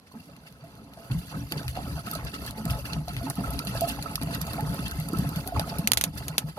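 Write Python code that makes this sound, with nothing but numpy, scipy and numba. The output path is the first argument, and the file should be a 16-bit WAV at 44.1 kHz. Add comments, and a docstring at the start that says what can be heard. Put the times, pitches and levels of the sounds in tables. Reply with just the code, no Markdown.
"""Over a quiet outdoor floor come a few soft drips and glugs, then a stream from a bottle plunges into
a part-filled plastic jug, close below a phone. Trapped air bubbles, built from decaying sines that climb in
pitch, ring the air and walls of the jug. Filtered noise and short grains make the droplets, which spatter
in clumps. Towards the end the squeezed bottle snaps, each snap a short burst of noise.
The left microphone port hears the treble a little before the right."""
import sys
import numpy as np
from scipy import signal
from scipy.fft import rfft, irfft
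from scipy.io import wavfile
from scipy.ndimage import uniform_filter1d
from numba import njit

SR = 44100
rng = np.random.default_rng(int(sys.argv[2]) if len(sys.argv) > 2 else 0)


def volts(x):
    """Linear amplitude factor 10**(x/20) for a level x in dB, scalar or array-like."""
    e = np.asarray(x, float) / 20
    return 10 ** e


def file_out(sig):
    """Save sig as 16-bit WAV at sys.argv[1]."""
    # one column per channel
    cols = np.atleast_2d(sig).T
    # limit, then scale
    lim = np.clip(cols, -1, 1)
    pcm = np.round(lim * 32767).astype(np.int16)
    wavfile.write(sys.argv[1], SR, pcm)


N = 290178  # length in samples
T = np.arange(N) / SR  # seconds
COARSE = T[::44]  # about one moment a millisecond, for the moving levels

# How hard the stream lands and how much it breaks into droplets, before each layer's own trim.
# Each row: time in seconds, flow in dB, break-up in dB.
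FLOW = [(0, -80, -73.5), (0.2, -60, -66.5), (0.9, -50.5, -67.5), (1.06, -50.5, -57), (1.2, -50.5, -60),
        (1.6, -40.5, -52), (2.2, -40, -54), (2.9, -38, -52.5), (3.2, -41, -54), (3.6, -36.5, -50.5),
        (4.1, -37.5, -51), (4.7, -35, -50), (5.0, -40, -51.5), (5.4, -35.5, -49), (5.75, -35.5, -51),
        (5.9, -41.5, -54.5), (6.2, -42.5, -54.5), (6.58, -43, -56)]
# The stream thins as the bottle gulps air, then comes back at once.
# Each row: return in seconds, depth in dB before the layer's share, thinning time in seconds.
BREAKS = [(1.501, 6, 0.074), (1.74, 6, 0.14), (2.031, 6, 0.032), (2.32, 3, 0.065), (2.549, 7.5, 0.046),
          (2.636, 6.5, 0.027), (2.84, 6, 0.066), (3.068, 6.5, 0.11), (3.35, 8.5, 0.038), (3.633, 8, 0.0056),
          (4.205, 4, 0.11), (4.46, 2.5, 0.042), (5.455, 3.5, 0.093), (5.531, 6.5, 0.069),
          (5.65, 2.5, 0.033), (6.125, 9, 0.052), (6.457, 10, 0.037), (6.557, 9, 0.076)]
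# How deeply each layer feels a break.
# One factor each, without unit, for plunge, froth, throb, splash and fizz.
BREAK_SHARES = (1.54, 2, 0.29, 1.32, 1.02)
# Heavy slugs of liquid landing.
# Each row: landing in seconds, extra plunge in dB, extra froth in dB.
SLUGS = [(0.146, 21, 22), (0.29, 8, 8), (0.62, 8, 3), (1.109, 21.5, 14), (1.329, 15, 11.5), (1.529, 9, 9),
         (1.769, 4.5, 6.5), (1.88, 5, 4), (2.66, 4, 3.5), (2.97, 1, 0), (3.27, 8.5, 8.5),
         (3.383, 11.5, 6.5), (3.82, 4, 4), (4.06, -1.5, 1.5), (4.219, 7, 6), (4.62, 0, -2.5),
         (5.136, 15, 5), (5.575, 3.5, 4), (6.058, 13, 9), (6.43, 5, 5.5), (6.57, 12.5, 7)]
# The flat side of the jug heaving as the liquid sloshes.
# Each row: crest in seconds, extra throb in dB.
HEAVES = [(1.13, 15.5), (1.2, 15), (1.42, 12), (1.7, 17), (1.91, 12.5), (2.22, 9), (2.49, 7), (2.72, 13),
          (2.99, 12), (3.17, 14), (3.5, 11), (3.76, 6), (4.24, 10.5), (4.5, 5.5), (4.67, 5.5), (4.85, 5),
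          (5.0, 7), (5.2, 9), (5.58, 8), (5.94, 9), (6.21, 10.5)]
# Sheets of spray thrown up; a negative extra is a dip.
# Each row: peak in seconds, extra coarse splash in dB, extra fine fizz in dB.
SPLASHES = [(0.072, 17, 7), (0.12, 13, 15), (0.471, 13.5, -2), (0.61, 10, -12), (1.19, 6, 14),
            (1.302, 10, -2), (1.51, 8, -8), (1.581, 14, 3), (1.692, 4, 8), (1.762, 6, -3), (2.066, 13, 12),
            (2.12, 0, 0), (2.271, 15.5, -5), (2.341, 16.5, 0), (2.478, 15, 1), (2.579, 6.5, 12),
            (2.701, 7, 5), (2.857, 10, 6), (2.932, 14, -3), (3.3, -20, 6), (3.434, 4.5, 6), (3.59, 2, 3),
            (3.81, -3, -23), (3.884, 6, 12.5), (4.15, -2, 12), (4.221, 9.5, 4), (4.34, 10, -3),
            (4.414, 11, 9), (4.862, 14, 0), (5.468, 2, 9), (5.598, 8.5, 11.5), (5.675, 5.5, 4),
            (5.693, 14, 7), (5.781, 1, -22), (6.178, 15.5, 16.5), (6.489, 10, 7)]


def stream_levels():
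    """dB of plunge, froth, wall throb, coarse splash and fizz, all led by the flow and its breaks."""
    s, flow, breakup = np.transpose(FLOW)
    flow, breakup = np.interp(COARSE, s, flow), np.interp(COARSE, s, breakup)
    s, depth, thinning = np.transpose(BREAKS)
    gap = swell(s, depth, thinning, settle_s=0.0072)
    s, plunge, froth = np.transpose(SLUGS)
    at, coarse, fizz = np.transpose(SPLASHES)
    heave_s = 0.063  # half-width of a heave
    heave = sum(db * np.exp(-((COARSE - crest) / heave_s) ** 2) for crest, db in HEAVES)
    froth_db, throb_db, fizz_db = -7, -7, -0.5  # against the flow, the flow and the break-up
    layers = (flow + swell(s, plunge, rise_s=0.017, settle_s=0.083),
              flow + froth_db + swell(s, froth, rise_s=0.017, settle_s=0.041),
              flow + throb_db + heave,
              breakup + swell(at, coarse, rise_s=0.012, settle_s=0.012),
              breakup + fizz_db + swell(at, fizz, rise_s=0.012, settle_s=0.012))
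    return [np.interp(T, COARSE, db - share * gap) for db, share in zip(layers, BREAK_SHARES)]


# Air and wall resonances of the jug.
# Each row: frequency in Hz, width in Hz, relative gain in dB.
JUG = [(154, 31, -1.5), (220.7, 13.4, 0), (279, 16.5, 0), (411.5, 19, -24.5), (549, 15, -10),
       (682.3, 21, -9), (860, 17.4, -5), (1058, 65, -19.5), (1295, 18, -1.5), (1450, 18, -14)]
# The flat side of the jug flexing.
# Each row: frequency in Hz, width in Hz, relative gain in dB.
THROB = [(61.8, 22, -5), (81.7, 30, -6.5), (123.3, 5.9, 6.5)]


def jug(plunge_db, froth_db, throb_db):
    """Bubbles of all sizes drive the air and walls of the jug."""
    low = [mode for mode in JUG if mode[0] < 350]
    high = [mode for mode in JUG if mode[0] >= 350]

    big = swarm(200, 108.0, 392, cycles=8.4, spread_db=1.0, glide=0.049)
    plunge = volts(plunge_db - 1.5) * unit(ring(big, low) + volts(-35.0) * big)

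    small = swarm(600, 372.6, 2530, cycles=12.8, spread_db=2.2, glide=0.13)
    froth = unit(ring(small, high) + volts(-19.5) * small)
    froth = volts(froth_db + 1.0) * clumps(37, 0.063, 0.15) * froth

    surge = swarm(200, 47.4, 101.5, cycles=5.0, spread_db=-1.5, glide=0.13)
    throb = volts(throb_db + 2.5) * unit(ring(surge, THROB))

    clear = clear_bubbles()
    ringing_on = volts(-14.0) * ring(clear, JUG)  # the jug rings on after each clear bubble
    return plunge + froth + throb + clear + ringing_on


# Big air pockets closing under the surface.
# Each row: start in seconds, level in dB before trim, starting pitch in Hz, 60 dB decay in seconds before limits.
GLUGS = [(0.155, -25.5, 222.6, 0.16), (0.382, -27.5, 203, 0.041), (1.108, -6, 122, 0.1),
         (1.147, -14.5, 161.3, 0.2), (1.355, -20, 154, 0.071), (1.516, -19.5, 295, 0.054),
         (1.839, -16, 163, 0.069), (2.067, -26.5, 221, 0.2), (2.336, -28, 275, 0.25),
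         (2.583, -24, 212, 0.46), (2.661, -12, 132, 0.079), (2.712, -1, 108, 0.033),
         (2.975, -15.5, 143, 0.2), (3.105, -21, 135, 0.088), (3.238, -18.5, 254, 0.18),
         (3.38, -9, 178, 0.096), (3.67, -19, 185.7, 0.24), (4.213, -17.5, 251, 0.085),
         (4.227, -17, 151, 0.23), (4.258, -24, 137, 0.086), (4.347, -11, 140, 0.04),
         (4.418, -12.5, 157, 0.077), (4.622, -15, 143.5, 0.19), (4.696, -18.5, 178, 0.18),
         (4.723, -15.5, 137, 0.11), (4.793, -10, 164, 0.045), (4.985, -15, 147.5, 0.21),
         (5.132, -13.5, 300, 0.047), (5.15, -14.5, 160.5, 0.17), (5.188, -6, 164, 0.089),
         (5.222, -12, 208, 0.058), (5.257, -12.5, 139.7, 0.18), (5.367, -9.5, 138, 0.055),
         (5.565, -19, 203, 0.049), (5.578, -9, 120, 0.071), (5.607, -17, 142, 0.083),
         (5.712, -16.5, 144, 0.075), (5.79, -7.5, 163, 0.057), (5.841, -18, 207, 0.18),
         (6.077, -17.5, 142, 0.11), (6.295, -19, 148.4, 0.17), (6.439, -17, 145, 0.18)]
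# Single clear bubbles.
# Each row: start in seconds, level in dB before trim, starting pitch in Hz, 60 dB decay in seconds before limits.
PLOPS = [(0.115, -40.5, 1030, 0.047), (0.29, -38.5, 550, 0.076), (0.636, -36, 670, 0.14),
         (0.972, -35.5, 665, 0.36), (1.342, -33, 1280, 0.1), (1.773, -15.5, 724, 0.054),
         (1.975, -27.5, 678, 0.17), (2.07, -25.5, 1280, 0.089), (2.074, -31, 693, 0.13),
         (2.13, -26.5, 1274, 0.12), (2.155, -18, 620, 0.03), (2.581, -22, 487, 0.03),
         (2.785, -26, 568, 0.085), (2.965, -18.5, 684, 0.025), (3.079, -18.5, 695, 0.063),
         (3.211, -27, 670, 0.079), (3.268, -20, 865, 0.039), (3.385, -25, 689, 0.14),
         (3.438, -21, 1346, 0.072), (3.6, -26.5, 1310, 0.12), (3.751, -20, 648, 0.076),
         (3.817, -11, 671.6, 0.19), (3.835, -22, 690, 0.085), (3.872, -17, 686, 0.048),
         (3.986, -20.5, 815, 0.058), (4.059, -20, 1288, 0.06), (4.179, -13, 1180, 0.0091),
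         (4.283, -26.5, 670, 0.16), (4.59, -24, 846, 0.12), (4.625, -25, 448, 0.084),
         (4.673, -27.5, 873, 0.09), (4.917, -19.5, 1450, 0.026), (5.136, -23, 1295, 0.084),
         (5.33, -32.5, 1320, 0.23), (5.464, -23, 412, 0.044), (5.477, -26.5, 744, 0.14),
         (5.522, -22, 688, 0.16), (5.562, -10.5, 1060, 0.015), (5.567, -20.5, 850, 0.07),
         (5.594, -13, 640, 0.023), (5.637, -31, 1240, 0.11), (5.679, -30, 834, 0.1)]


def clear_bubbles():
    """Bubbles loud enough to be heard one by one: decaying sines whose pitch climbs as they ring."""
    out = np.zeros(N)
    for table, glide, rise in ((GLUGS, 0.348, 0.75), (PLOPS, 0.078, 1.57)):
        s, db, hz, t60 = np.transpose(table)
        start = (s * SR).astype(np.int64)
        out += grains(N, start, hz, np.clip(t60, .01, .4), volts(db - 6.5), glide, rise)
    return out


# Tone of the droplets.
# Each row: frequency in Hz, relative level in dB per Hz.
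SPATTER = [(880, -15), (1500, -2), (2050, 1), (2900, -1.5), (4100, -3.5), (4710, -0.5), (5310, -8),
           (6430, -9.5), (7320, -14), (9790, -5.5), (11800, -3), (14800, -17), (15600, -28), (16300, -22)]


def spatter(splash_db, fizz_db):
    """Droplets crackle and plink over a hiss; each octave comes in its own quick clumps."""
    crackle = swarm(1200, 1770, 15800, cycles=3.4, spread_db=3.5, glide=0.25)
    plinks = swarm(300, 1309, 7450, cycles=154.0, spread_db=1.5, glide=0.16)
    # the finest droplets land as bare ticks, 450 a second
    when, size, sign = rng.random((4000, 3))[:int(450 * N / SR)].T
    heights = np.sign(sign - .5) * volts(-3.0 * np.log(size + 0.014))
    ticks = unit(np.bincount((when * N).astype(int), heights, N))
    hiss = rng.standard_normal(N)
    mist = hiss + volts(-5.5) * ticks + volts(-5.5) * crackle + volts(-4.5) * plinks
    spray = rfft(unit(colour(mist, SPATTER)))

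    octave = np.log2(np.fft.rfftfreq(N, 1 / SR) / 1900 + 1e-9).clip(0, 3)  # octaves above 1900 Hz
    together = clumps(30, 0.033, 0.43)
    out = 0
    for k, level_db in enumerate((splash_db, splash_db, (splash_db + fizz_db) / 2, fizz_db)):
        # overlapping shares that add up to the whole spray
        band = irfft(spray * np.clip(1 - abs(octave - k), 0, 1), N)
        own_clumps = clumps(70, 0.0065, 0.13)
        out = out + band * together * own_clumps * volts(level_db + 3.5 + 0.34 * walk(43))
    return out


# Drops slapping the surface and wall.
# Each row: start in seconds, peak in dB, centre in Hz, 60 dB decay of the tail in seconds.
DROPS = [(0.365, -36.5, 4600, 0.078), (0.483, -40, 4600, 0.04), (0.525, -39, 2920, 0.064),
         (0.753, -40, 4700, 0.05), (0.936, -33, 2980, 0.067), (1.5146, -29, 9960, 0.01),
         (1.522, -11, 2390, 0.032), (1.5733, -29.5, 10100, 0.02), (1.632, -29, 4700, 0.01),
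         (1.6808, -16, 3600, 0.011), (1.754, -28, 2900, 0.028), (1.767, -23, 1900, 0.04),
         (2.0646, -26, 1800, 0.04), (2.113, -17.5, 12000, 0.028), (2.136, -23, 11600, 0.052),
         (2.152, -21.5, 4680, 0.098), (2.249, -28, 10500, 0.02), (2.341, -27, 4650, 0.055),
         (2.4634, -23, 11500, 0.057), (2.5088, -23.5, 11900, 0.043), (2.654, -18.5, 4740, 0.0077),
         (2.707, -19, 10100, 0.064), (2.933, -18.5, 4630, 0.016), (3.083, -21.5, 2960, 0.14),
         (3.134, -31, 4580, 0.024), (3.166, -19.5, 2370, 0.19), (3.3, -17, 8300, 0.058),
         (3.355, -27, 11500, 0.074), (3.5055, -23.5, 10100, 0.02), (3.5358, -26, 9850, 0.03),
         (3.591, -18, 4940, 0.049), (3.6501, -25, 11700, 0.033), (3.671, -20, 4940, 0.21),
         (3.8088, -15, 12100, 0.065), (3.918, -25, 4820, 0.022), (4.0256, -19.5, 4700, 0.018),
         (4.0307, -25, 11600, 0.008), (4.1563, -9, 4560, 0.016), (4.215, -22, 1600, 0.03),
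         (4.225, -24, 2550, 0.04), (4.233, -21.5, 12000, 0.01), (4.348, -20, 4660, 0.034),
         (4.415, -16, 11900, 0.024), (4.468, -23, 4070, 0.033), (4.5334, -20, 9800, 0.095),
         (4.608, -23, 11700, 0.033), (4.744, -27, 10500, 0.02), (4.8171, -37, 2250, 0.03),
         (4.858, -26, 2490, 0.04), (4.881, -22, 10400, 0.025), (4.912, -20, 6450, 0.042),
         (5, -20.5, 11000, 0.015), (5.0867, -22, 11500, 0.02), (5.133, -25.5, 10200, 0.02),
         (5.1866, -21, 12100, 0.1), (5.291, -24, 11500, 0.062), (5.36, -19.5, 5100, 0.08),
         (5.475, -15, 12200, 0.046), (5.566, -25, 2240, 0.02), (5.5957, -12.5, 3240, 0.033),
         (5.785, -17, 10300, 0.099)]


def drops():
    """Each loud drop is a tick, a crack and a short wet tail, brightest near its own centre."""
    out = np.zeros(N)
    for s, db, hz, t60 in DROPS:
        span = slice(int(s * SR), int(s * SR) + 4000)
        hit = burst(s, max(t60, .005), crack_s=.0006, tail_db=-9)[span] * rng.standard_normal(4000)
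        hit[1] += 9.0  # the first contact is one sharp tick
        # 5 dB per octave down below the centre, 4 above it
        tone = [(f, d - (5.0 if f < hz else 4.0) * abs(np.log2(f / hz))) for f, d in SPATTER]
        slap = colour(hit, tone)[:len(hit)]
        out[span] += volts(db) * slap / np.abs(slap).max()
    return out


# The bottle wall snapping.
# Each row: start in seconds, level in dB before trim, left minus right in dB, 60 dB decay of the rattle in seconds.
SNAPS = [(5.874, -3, -1, 0.036), (5.9178, -2.5, -8, 0.018), (5.9342, -4.5, -1.5, 0.042),
         (5.973, -6, -6, 0.056), (6.0118, -6, -5.5, 0.055), (6.039, -4, -3, 0.052), (6.282, -17, -1, 0.057),
         (6.381, -4, -3, 0.055)]
# Tone of a snap.
# Each row: frequency in Hz, relative level in dB per Hz.
SNAP = [(350, -7), (600, -7.5), (1670, -4.5), (2180, -3.5), (4240, -0.5), (5440, -6.5), (6160, -2.5),
        (7060, -3.5), (8300, -8.5), (10000, 0), (13400, -5), (14400, -13), (15600, -20), (16500, -39)]


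def bottle():
    """Each snap is a millisecond crack with a short rattle, different at the two ports."""
    out = np.zeros((2, N))
    for s, db, pan_db, t60 in SNAPS:
        span = slice(int(s * SR), min(int(s * SR) + 6000, N))
        shape = burst(s, max(t60, .005), crack_s=0.001, tail_db=-5.5)[span]
        shared = rng.standard_normal(len(shape))
        shared[1] += 9.0  # the wall lets go in one sharp step
        for side, sign in enumerate((1, -1)):
            mix = shared + 1.79 * rng.standard_normal(len(shape))
            crack = colour(shape * mix, SNAP)[:len(shape)]
            out[side, span] += volts(db + 2.5 + sign * pan_db / 2) * crack / np.abs(crack).max()
    out[1] = np.roll(out[1], 14)  # right port hears it 14 samples later
    return out


def hollow(x, t60_s, wet_db):
    """The many high air modes of the jug: a short dense tail that smears each droplet into the next."""
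    age = np.arange(6000) / SR
    tail = rng.standard_normal(len(age)) * np.exp(-np.log(1000) * age / t60_s)
    wet = volts(wet_db) * signal.fftconvolve(x, tail / np.linalg.norm(tail))[:N]
    return (x + wet) / np.hypot(1, volts(wet_db))


def mouth(pour):
    """Reflections inside the jug mouth; their pattern shifts as the landing point wanders."""
    fade = np.exp(-np.arange(700) / (0.0021 * SR))
    echoes = rfft(rng.standard_normal((6, 700)) * fade, 2048)
    # even out the patterns so that on average they colour next to nothing
    echoes = irfft(echoes / np.linalg.norm(echoes, axis=0))[:, :700]
    share = np.array([walk(220) for _ in echoes])
    share = share / np.linalg.norm(share, axis=0)
    return sum(w * signal.fftconvolve(pour, e / np.linalg.norm(e))[:N] for w, e in zip(share, echoes))


# Phase by which the left port is ahead of the right.
# Each row: frequency in Hz, lead in radians.
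LEAD = [(0, 0), (340, 0), (1030, .8), (1550, 2.3), (2500, 3.2), (3960, 2.9), (4740, 5), (5340, 9.4),
        (8530, 22.3), (9220, 22.1), (11100, 29.3), (14900, 38.3)]
# Difference in tone between the ports.
# Each row: frequency in Hz, left minus right in dB.
TILT = [(60, 4), (110, 0.5), (200, 0), (380, -4), (700, -3), (1290, -5), (2380, 4), (4400, -6.5),
        (8120, -3.5), (15000, -0.5)]
# Gain of the sound that each port picks up on its own.
# Each row: frequency in Hz, gain in dB.
SCATTER = [(40, -10), (150, -18.5), (400, -10), (1000, -5), (3000, 1.5), (8000, 6.5), (16000, 9)]


def ports(near, stray):
    """Two ports: each has its own colour and delay, and picks up some sound the other does not."""
    hz = np.fft.rfftfreq(N, 1 / SR)
    lead = np.interp(hz, *np.transpose(LEAD))
    # half the difference goes to the left, its inverse to the right
    half = volts(read(TILT, hz) / 2) * np.exp(.5j * lead)
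    heard = rfft(near) + rfft(stray) * volts(read(SCATTER, hz))
    return irfft(heard * np.array([half, 1 / half]), N)


# Tone of the quiet outdoor floor.
# Each row: frequency in Hz, relative level in dB per Hz.
YARD = [(15, -55), (25, -3), (190, 1.5), (354, -11.5), (677, -11.5), (2760, -26.5), (4610, -31.5),
        (11900, -51), (14800, -53), (16000, -99)]


def yard():
    """Quiet outdoor floor: steady noise, heaviest in the bass."""
    return volts(-56.0) * unit(colour(rng.standard_normal(N), YARD))


def swarm(per_s, low_hz, high_hz, cycles, spread_db, glide):
    """Bubbles at random moments and pitches, at rms 1; a positive spread makes a few much larger."""
    when, pitch, size = rng.random((9000, 3))[:int(per_s * N / SR)].T
    hz = low_hz * (high_hz / low_hz) ** pitch
    gain = volts(-spread_db * np.log(np.clip(size, 3e-3, 1)))
    return unit(grains(N, (when * N).astype(np.int64), hz, cycles / hz, gain, glide, 0.56))


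@njit
def grains(n, start, hz, t60, size, glide, rise):
    """Decaying sines that swell in `rise` cycles and climb in pitch by `glide` over their ring."""
    out = np.zeros(n)
    for k in range(len(start)):
        length = int(t60[k] * SR)
        cycle = 0.
        for i in range(min(length, n - start[k])):
            cycle += hz[k] * (1 + glide * i / length) / SR
            level = size[k] * np.exp(-6.9 * i / length) * min(cycle / rise, 1.)
            out[start[k] + i] += level * np.sin(2 * np.pi * cycle)
    return out


def ring(x, modes):
    """Sum of two-pole resonances with alternating sign."""
    out = 0
    for k, (hz, width, db) in enumerate(modes):
        b, a = signal.iirpeak(hz, hz / width, SR)
        out = out + (-1) ** k * volts(db) * signal.lfilter(b, a, x)
    return out


def clumps(per_s, fade_s, height):
    """Gain that jumps as a clump of drops lands and sinks back; rms 1."""
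    when, size = rng.random((1000, 2))[:int(per_s * N / SR)].T
    lands = np.bincount((when * N).astype(int), -height * np.log(size + 0.00058), N)
    return unit(1 + signal.lfilter([1], [1, -np.exp(-1 / (fade_s * SR))], lands))


def burst(s, t60_s, crack_s, tail_db):
    """Envelope of a blow: a short crack, then a weaker tail."""
    age = np.clip(T - s, 0, None)
    crack = np.exp(-age / crack_s)
    tail = volts(tail_db) * np.exp(-np.log(1000) * age / t60_s)
    return (T >= s) * (crack + tail)


def swell(s, db, rise_s, settle_s):
    """Extra dB that climbs to each event in a straight line and dies away exponentially after it."""
    out = np.zeros(len(COARSE))
    rises = np.broadcast_to(np.clip(rise_s, .004, 1), len(s))
    for at, extra, rise in zip(s, db, rises):
        age = COARSE - at
        climb = np.clip(1 + age / rise, 0, 1)
        out = out + extra * np.where(age < 0, climb, np.exp(-np.abs(age) / settle_s))
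    return out


def walk(rate):
    """Random levels held 1 / rate s and slewed twice; rms 1."""
    k = int(SR / rate)
    held = rng.standard_normal(4000)[np.arange(N) // k]
    return unit(uniform_filter1d(uniform_filter1d(held, k), k))


def colour(x, table):
    """Causal filter with the table's gain, folded from the cepstrum."""
    log_gain = read(table, np.fft.rfftfreq(2048, 1 / SR)) * np.log(10) / 20
    cepstrum = irfft(log_gain)
    cepstrum[1:1024] *= 2
    cepstrum[1025:] = 0
    response = irfft(np.exp(rfft(cepstrum)))[:1024]
    return signal.fftconvolve(x, response)[:N]


def read(table, hz):
    """A (Hz, value) table read on a log-frequency axis."""
    f, v = np.transpose(table)
    return np.interp(np.log(hz + 1), np.log(f + 1), v)


def unit(x):
    """Scaled to rms 1."""
    return x / np.sqrt(np.mean(x ** 2))


def scene():
    """Stream, jug and bottle over a quiet outdoor floor."""
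    plunge_db, froth_db, throb_db, splash_db, fizz_db = stream_levels()
    spray = hollow(spatter(splash_db, fizz_db), t60_s=0.06, wet_db=-0.83)
    pour = jug(plunge_db, froth_db, throb_db) + spray
    slaps = hollow(drops(), t60_s=0.044, wet_db=-9.0)
    # single drops reach the ports more directly than the wash
    echoed = pour + volts(-5.5) * slaps
    # each port has its own reflections and its own share of the floor
    stray = np.array([mouth(echoed) + yard(), mouth(echoed) + yard()])
    return ports(pour + slaps + yard(), stray) + bottle()


def roll_off(x):
    """The treble ends steeply here."""
    return signal.sosfilt(signal.butter(12, 16830, fs=SR, output="sos"), x)


def record(dry):
    """The phone drops the deepest bass, clips at full scale and cuts the top."""
    thin = signal.sosfilt(signal.butter(2, 38, "highpass", fs=SR, output="sos"), dry)
    clipped = np.clip(thin, -1, 1)
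    cut = signal.sosfilt(signal.ellip(8, .2, 70, 16500, fs=SR, output="sos"), clipped)
    return roll_off(cut)


dry = scene()
out = record(dry)
file_out(out)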